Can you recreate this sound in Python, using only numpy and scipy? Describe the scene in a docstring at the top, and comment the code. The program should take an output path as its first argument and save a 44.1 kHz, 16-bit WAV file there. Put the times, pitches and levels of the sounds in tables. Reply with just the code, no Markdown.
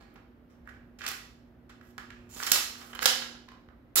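"""In a small, bare room, a home-made pump crossbow of wood and printed plastic is handled up close.
Fingers seat a bolt with a few clicks; the pump slides back to a hard stop, clacks home again,
and the string snaps free. Every contact makes the stock (the crossbow's body) and the room ring.
An appliance hums in the background."""
import sys
import numpy as np
from scipy import signal
from scipy.fft import rfft, irfft, next_fast_len
from scipy.io import wavfile
from scipy.ndimage import map_coordinates

SR = 44100
rng = np.random.default_rng(int(sys.argv[2]) if len(sys.argv) > 2 else 0)


def generate_wav(sig):
    """Save sig (samples, or channels by samples) to the path in sys.argv[1] as 16-bit PCM at SR."""
    pcm = np.round(np.clip(np.atleast_2d(sig).T, -1, 1) * 32767).astype(np.int16)
    wavfile.write(sys.argv[1], SR, pcm)


N = 176400


def amp(db):
    """Turn decibels into a number to multiply by."""
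    return 10 ** (np.asarray(db) / 20)


def unit(x):
    """Scale a signal to an average power of 1."""
    return x / np.sqrt(np.mean(x ** 2) + 1e-20)


def along(points, hz):
    """Read between (frequency, value) points, giving each octave about the same space."""
    f, v = np.transpose(points)
    return np.interp(np.log(hz + 1), np.log(f + 1), v)


def wobble(rate, size):
    """A smooth curve through `rate` random values a second."""
    return map_coordinates(rng.standard_normal(size // 16), [np.arange(size) * rate / SR], mode="wrap")


def coloured(x, gain):
    """Filter x by gain(frequency), so that any ringing comes after the sound that causes it."""
    m = 2 * next_fast_len(x.shape[-1] // 2 + 2048, True)
    log_gain = np.log(np.maximum(gain(np.fft.rfftfreq(m, 1 / SR)), 1e-6))
    cepstrum = irfft(log_gain, m)
    cepstrum[1:m // 2] *= 2  # fold the part before time zero onto the part after it
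    cepstrum[m // 2 + 1:] = 0
    return irfft(rfft(x, m) * np.exp(rfft(cepstrum)), m)[..., :x.shape[-1]]


def pair(two, alike):
    """Blend two unrelated signals into left and right; likeness 0 is unrelated, 1 is the same."""
    angle = np.arccos(np.clip(alike, -1, 1)) / 2
    middle, side = np.cos(angle) * two[0], np.sin(angle) * two[1]
    return np.array([middle + side, middle - side])


def add(out, s, x):
    """Mix x into out, starting at s seconds."""
    i = max(round(s * SR), 0)
    out[:, i:i + x.shape[1]] += x[:, :N - i]


def air():
    """The steady, low rumble of the room's air."""
    # strength of the rumble from low to high: f/Hz, level/dB
    spectrum = [(20, -25.5), (35, -8), (52, 3.5), (75, -0.5), (100, -5.5), (130, -6.5), (190, -7),
                (270, -2.5), (400, -11.5), (600, -13.5), (1000, -21.5), (1500, -21), (2500, -31),
                (4000, -38.5), (6000, -47), (9000, -53.5), (13000, -42), (15500, -46)]
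    # how alike the two ears hear it: f/Hz, likeness
    alike = [(50, 1), (250, 0.79), (600, 0.51), (1500, 0.06), (8000, 0.061)]
    hz = np.fft.rfftfreq(N, 1 / SR)
    noise = pair(rfft(rng.standard_normal((2, N))), along(alike, hz))
    rumble = unit(irfft(noise * amp(along(spectrum, hz)), N))
    return amp(-57.5) * rumble * amp([[-1.5], [0.5]])  # left, right


def appliance_hum(waver_db=2.4):
    """Mains power makes an appliance hum in three wavering tones."""
    # the tones of the hum: f/Hz, level/dB
    tones = [(120, -70), (240, -59.5), (360, -69.5)]
    # slow rise and fall of the whole hum: t/s, gain/dB
    swell = [(0, -3), (1.0, -1.5), (1.7, 0), (2.2, 5), (2.6, -1), (3.3, 4), (4, -2.5)]
    t = np.arange(N) / SR
    hum = np.zeros(N)
    for hz, db in tones:
        peak = np.sqrt(2) * amp(db + waver_db * wobble(1.5, N))
        hum += peak * np.sin(2 * np.pi * (hz * t + rng.random()))
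    return hum * amp(np.interp(t, *np.transpose(swell))) * amp([[-4.5], [0]])  # left, right


def stock(force, s, colour, tone_db, drawn_s=2.9):
    """A force at time s makes the stock ring, at different pitches from the time the bow is drawn."""
    # resonances (pitches that ring) of stock and shell, bow slack: f/Hz, width/Hz, level/dB
    slack = [(792, 27, -2), (1156, 56, -6), (1270, 67, -9.5), (1460, 67, -11), (1669, 33, 0),
             (1937, 76, -4), (2290, 120, -10), (2660, 73, -1.5), (3078, 42, 3), (3483, 34, 0),
             (4125, 110, -9.5), (5450, 340, -7.5), (7200, 96, -9.5), (7430, 1460, -4), (11370, 250, -4)]
    # the same with the bow drawn: f/Hz, width/Hz, level/dB
    drawn = [(510.5, 26, 9), (763, 130, -4.5), (1370, 69, -5.5), (1637, 39, 4), (2003, 37, 0.5),
             (2900, 210, -5), (2980, 91, -4.5), (3610, 52, -3.5), (3860, 91, 1), (4180, 73, -5),
             (5010, 230, -15), (7160, 250, -5.5), (10150, 200, -10)]
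    # centres of the bass, body, crack and sizzle bands that tone_db turns up or down: f/Hz
    bands = [600, 1600, 4500, 11500]
    modes = slack if s < drawn_s else drawn
    tone = list(zip(bands, tone_db))

    def gain(f):
        ringing = sum(amp(db) * 1j * f * width / (centre ** 2 - f ** 2 + 1j * f * width)
                      for centre, width, db in modes)
        return abs(1 + ringing) * amp(along(colour, f) + along(tone, f))

    return coloured(pair(force, alike=0.5), gain)


def in_room(x, room_db, delay_s=0.00072, build_s=0.0077, left_lag_s=0.00007):
    """The sound arrives from right of centre, then its echo off the bare walls builds up and fades."""
    # time the echo takes to fade by 60 dB (called t60): f/Hz, t60/s
    fade_times = [(150, 0.32), (600, 0.63), (1500, 0.49), (3000, 0.56), (5500, 0.53), (8000, 0.44),
                  (11500, 0.42), (16000, 0.37)]
    # tone of the echo: f/Hz, gain/dB
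    tone = [(200, 0), (1500, 3), (4500, 1), (12000, -2)]
    # how alike the two ears hear the echo: f/Hz, likeness
    alike = [(150, 1), (400, 1), (900, 0.2), (2500, 0.031)]
    # the far, left ear gets less treble: f/Hz, gain/dB
    shadow = [(200, 3), (800, -0.5), (2000, -2), (12000, -5)]
    hz, t, noise = signal.stft(rng.standard_normal((2, SR)), SR, nperseg=256)
    hz = hz[:, None]
    fading = pair(noise, along(alike, hz)) * amp(-60 * t / along(fade_times, hz) + along(tone, hz))
    build = 1 - np.exp(-(np.maximum(np.arange(SR) / SR - delay_s, 0) / build_s) ** 2)
    tail = signal.istft(fading, SR, nperseg=256)[1][:, :SR] * build
    out = signal.fftconvolve(x, unit(tail) / np.sqrt(SR), axes=1)
    out *= amp(room_db) * amp([[-1.7], [3.5]])  # left, right
    left = coloured(x[0], lambda f: amp(along(shadow, f)))
    left = np.pad(left, (round(left_lag_s * SR), 0))[:x.shape[1]]
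    out[:, :x.shape[1]] += np.array([left, x[1]]) * amp([[-1.5], [3.5]])
    return out


def sliding(grit_db=2, grit_per_s=390, squeak_db=6.5, edge_s=0.0097):
    """Pump, bolt and fingers rub with a gritty, faintly squeaky sound, louder as they move faster."""
    # strokes: t/s, length/s, end level/dB, growth/dB, crack/dB, sizzle/dB, squeak/Hz
    strokes = [(0, 0.06, -65, -12.5, -8, -17.5, 4400), (0.062, .14, -68, -3, -10.5, -22, 2300),
               (0.494, 0.065, -73.5, -12.5, -10.5, -11.5, 5660), (0.649, 0.056, -57.5, 5.5, -12, -22, 1860),
               (.72, 0.065, -66, -3, -10, -27, 2300), (0.988, 0.11, -46, 9.5, 3, -8, 2500),
               (1.822, 0.093, -69, 7, 3, 1, 13100), (2.108, 0.23, -68.5, -5, -11.5, -15.5, 2515),
               (2.289, 0.062, -54.5, 13, 7, 8, 6930), (2.356, 0.15, -46, 9, 10, 10, 1280),
               (2.771, 0.15, -58.5, -0.5, 0, 3, 1300), (3.004, 0.043, -44, 13, 12, 11, 5200)]
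    # tone of the rubbing: f/Hz, gain/dB
    colour = [(100, -10.5), (700, -2.5), (1500, -3.5), (3000, -7.5), (5500, -8.5), (7500, -10.5),
              (8500, -13.5), (11500, -12), (15500, -12)]
    out, t = np.zeros((2, N)), np.arange(SR // 3) / SR
    for s, length, db, growth_db, crack, sizzle, squeak_hz in strokes:
        grit = unit(rng.standard_normal((2, len(t))) * amp(grit_db * wobble(grit_per_s, len(t))))
        squeak = amp(squeak_db) * signal.lfilter(*signal.iirpeak(squeak_hz, Q=11, fs=SR), grit)
        edges = np.clip(np.minimum(t, length + edge_s - t) / edge_s, 0, 1)
        growth = amp(growth_db * np.minimum(t / length - 1, 0))
        rub = stock((grit + squeak) * edges * growth, s, colour, [0, 0, crack, sizzle])
        add(out, s, in_room(amp(db + 7.5) * rub, room_db=-3.5))
    return out


def contact(s, tone_db, t60, size=4096):
    """Two parts meet in a brief chatter that shakes the stock; long, soft contacts start gently."""
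    # tone of a contact: f/Hz, gain/dB
    colour = [(60, -24.5), (250, -15.5), (420, -11.5), (560, -17), (900, -7), (1400, 1.5), (2100, -1.5),
              (3500, -3.5), (5400, -2.5), (6300, -5), (7400, -6), (8300, -12), (11500, -8.5), (15500, -12)]
    t = np.arange(size) / SR
    rise_s = 0.042 * t60 ** 2 / 0.049  # 4.2% of t60 when t60 is 0.049 s; far less for short contacts
    fade = amp(-60 * t / t60) * (1 - np.exp(-t / rise_s))
    chatter = rfft(rng.standard_normal((2, size)) * fade)
    even_chatter = irfft(chatter / abs(chatter))  # equally strong at every frequency
    force = unit(even_chatter * np.sqrt(fade)) / np.sqrt(size)
    return stock(force, s, colour, tone_db)


def taps():
    """Loose parts click and rattle against the stock."""
    # light contacts: t/s, level/dB, bass/dB, crack/dB, sizzle/dB, t60/s
    touches = [(0.139, -79.5, 6, -16, 17.5, .035), (.156, -51, 15.5, -10, -28, 0.06),
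               (0.674, -39.5, -17, -34, -26, 0.025), (.688, -44.5, -23, -18, -17, 0.059),
               (0.9863, -52, -13, 1.5, -2.5, 0.059), (1.009, -38, -14, -22, -23.5, 0.018),
               (1.0156, -37.5, -30, -7.5, -26, 0.032), (1.035, -34.5, -9, -10, -16, 0.079),
               (1.048, -39, 3.5, -11, -18, 0.044), (1.064, -35.5, -5, 5, 1, 0.03),
               (1.077, -35, -11, 1, 0, 0.047), (1.087, -47, 1, -1.5, 18, 0.016),
               (1.106, -39, 0, -11, -9, 0.017), (1.115, -42, 9, -6, 6, 0.018),
               (1.692, -47.5, 4.5, -7.5, -13.5, 0.088), (1.811, -49.5, -6, -19, -23, 0.034),
               (1.98, -37.5, 1, -11.5, -13, 0.018), (1.984, -39.5, -1, -12, -20, 0.014),
               (2.103, -41.5, -13, -11, -23.5, 0.033), (2.362, -51, 21.5, 0.5, -13, 0.059),
               (2.4, -31.5, -3, -18, -16, 0.035), (2.4279, -32, 2.5, -6.5, -8.5, 0.024),
               (2.434, -45, -5, 14.5, 4, 0.013), (2.4649, -40, -2.5, 12, 11, 0.045),
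               (2.471, -30.5, 1, -6, -2.5, 0.053), (2.556, -27.5, 0, 1.5, -1, 0.051),
               (2.755, -47, -10.5, -9.5, -12.5, 0.016), (2.81, -47.5, 12, -0.5, -8, 0.075),
               (2.93, -39, 2.5, -13, -18, 0.049), (2.949, -40.5, 3, -7, -1.5, 0.041),
               (2.958, -45, 3, -5.5, -20, 0.028), (3.019, -43.5, 15, 6.5, 4, 0.032),
               (3.024, -28.5, -5, -8.5, -11, 0.02), (3.028, -27, -7, -6.5, -1.5, 0.022),
               (3.043, -41.5, 9, 5.5, -1, 0.031), (3.219, -36.5, 5, -3, -17, 0.043),
               (3.348, -48.5, 3, -14.5, -25.5, 0.052), (3.486, -49, -4, -4, -16, 0.032),
               (3.517, -55, 14, -8, -12.5, 0.039), (3.687, -54, 10, -18, -30, 0.02)]
    out = np.zeros((2, N))
    for s, db, bass, crack, sizzle, t60 in touches:
        tap = amp(db + 31.5) * contact(s, [bass, 0, crack, sizzle], t60)
        add(out, s, in_room(tap, room_db=-3.5))
    return out


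def handling():
    """The crossbow's body rumbles softly as the hands turn and grip it."""
    # swells of the rumble: middle t/s, half length/s, level/dB
    swells = [(0.745, 0.22, -58), (2.197, 0.19, -57.5)]
    # tone of the rumble: f/Hz, gain/dB
    tone = [(20, -20), (45, 4.5), (70, 6.5), (130, -4), (190, -6), (300, -21), (500, -15), (1500, -45.5),
            (6000, -85.5)]
    hz, t = np.fft.rfftfreq(N, 1 / SR), np.arange(N) / SR
    rumble = unit(irfft(rfft(rng.standard_normal(N)) * amp(along(tone, hz)), N))
    return rumble * sum(amp(db) * np.exp(-((t - s) / half) ** 2) for s, half, db in swells)


def clacks():
    """The pump hits its end stops and the string snaps free, each striking the stock hard."""
    # hard blows: t/s, level/dB, bass/dB, crack/dB, sizzle/dB, t60/s, echo/dB
    blows = [(2.5158, -40.5, 22, 18, -9, 0.026, 4), (2.5171, -27.5, -8, 11, 17, 0.027, -1.1),
             (2.9916, -34, 9.5, 0.5, -22, 0.0099, -4.5), (3.0566, -25, 7, 10.5, 8, 0.017, -1.5),
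             (3.0597, -22.5, 2.5, 5, 6, 0.03, -3), (3.9573, -42.5, 17, 8.5, 24, 0.0071, 8),
             (3.9597, -34, 4.5, 6.5, 21.5, 0.016, 2), (3.9664, -40.5, 0, 8, 21.5, 0.006, 13)]
    out = np.zeros((2, N))
    for s, db, bass, crack, sizzle, t60, room_db in blows:
        clack = amp(db + 30.5) * contact(s, [bass, 0, crack, sizzle], t60)
        add(out, s, in_room(clack, room_db))
    return out


def knocks():
    """The pump's end stops also wake the low tones of the hollow stock."""
    # the pump reaches each stop: t/s, level/dB
    stops = [(2.5178, -35.5), (3.0572, -24)]
    # tones of the hollow stock: f/Hz, level/dB, t60/s
    tones = [(520.3, -9, 0.095), (723, -3.5, 0.036), (765, -3, 0.034), (1344, -8, 0.063)]
    out, t = np.zeros((2, N)), np.arange(SR // 6) / SR
    ring = sum((-1) ** k * amp(db - 60 * t / t60) * np.sin(2 * np.pi * hz * t)
               for k, (hz, db, t60) in enumerate(tones))
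    for s, db in stops:
        add(out, s, in_room(amp(db) * np.array([ring, ring]), room_db=-6.5))
    return out


def bow():
    """The drawn bow gives short pings as it settles."""
    # pings: t/s, low tone level/dB, high tone level/dB
    pings = [(2.93, -52, -43), (2.953, -62, -38), (3.058, -52, -18.5), (3.483, -47.5, -68.5),
             (3.518, -47, -62)]
    # the bow's two tones: f/Hz, t60/s
    tones = [(1044, .04), (3050, 0.041)]
    out, t = np.zeros((2, N)), np.arange(SR // 4) / SR
    for s, *levels in pings:
        ring = sum(amp(db - 60 * t / t60) * np.sin(2 * np.pi * hz * t)
                   for (hz, t60), db in zip(tones, levels))
        add(out, s, in_room(np.array([ring, ring]), room_db=-4.5))
    return out


def scene():
    """The room's background and all the sounds of the crossbow, added together."""
    return air() + appliance_hum() + handling() + clacks() + taps() + knocks() + sliding() + bow()


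def record(dry, top_hz=15800, edge_hz=130):
    """Cut away the very highest treble."""
    m = next_fast_len(N + SR // 2)
    gain = .5 - .5 * np.tanh((np.fft.rfftfreq(m, 1 / SR) - top_hz) / edge_hz)
    return irfft(rfft(dry, m) * gain, m)[:, :N]


dry = scene()
out = record(dry)
generate_wav(out)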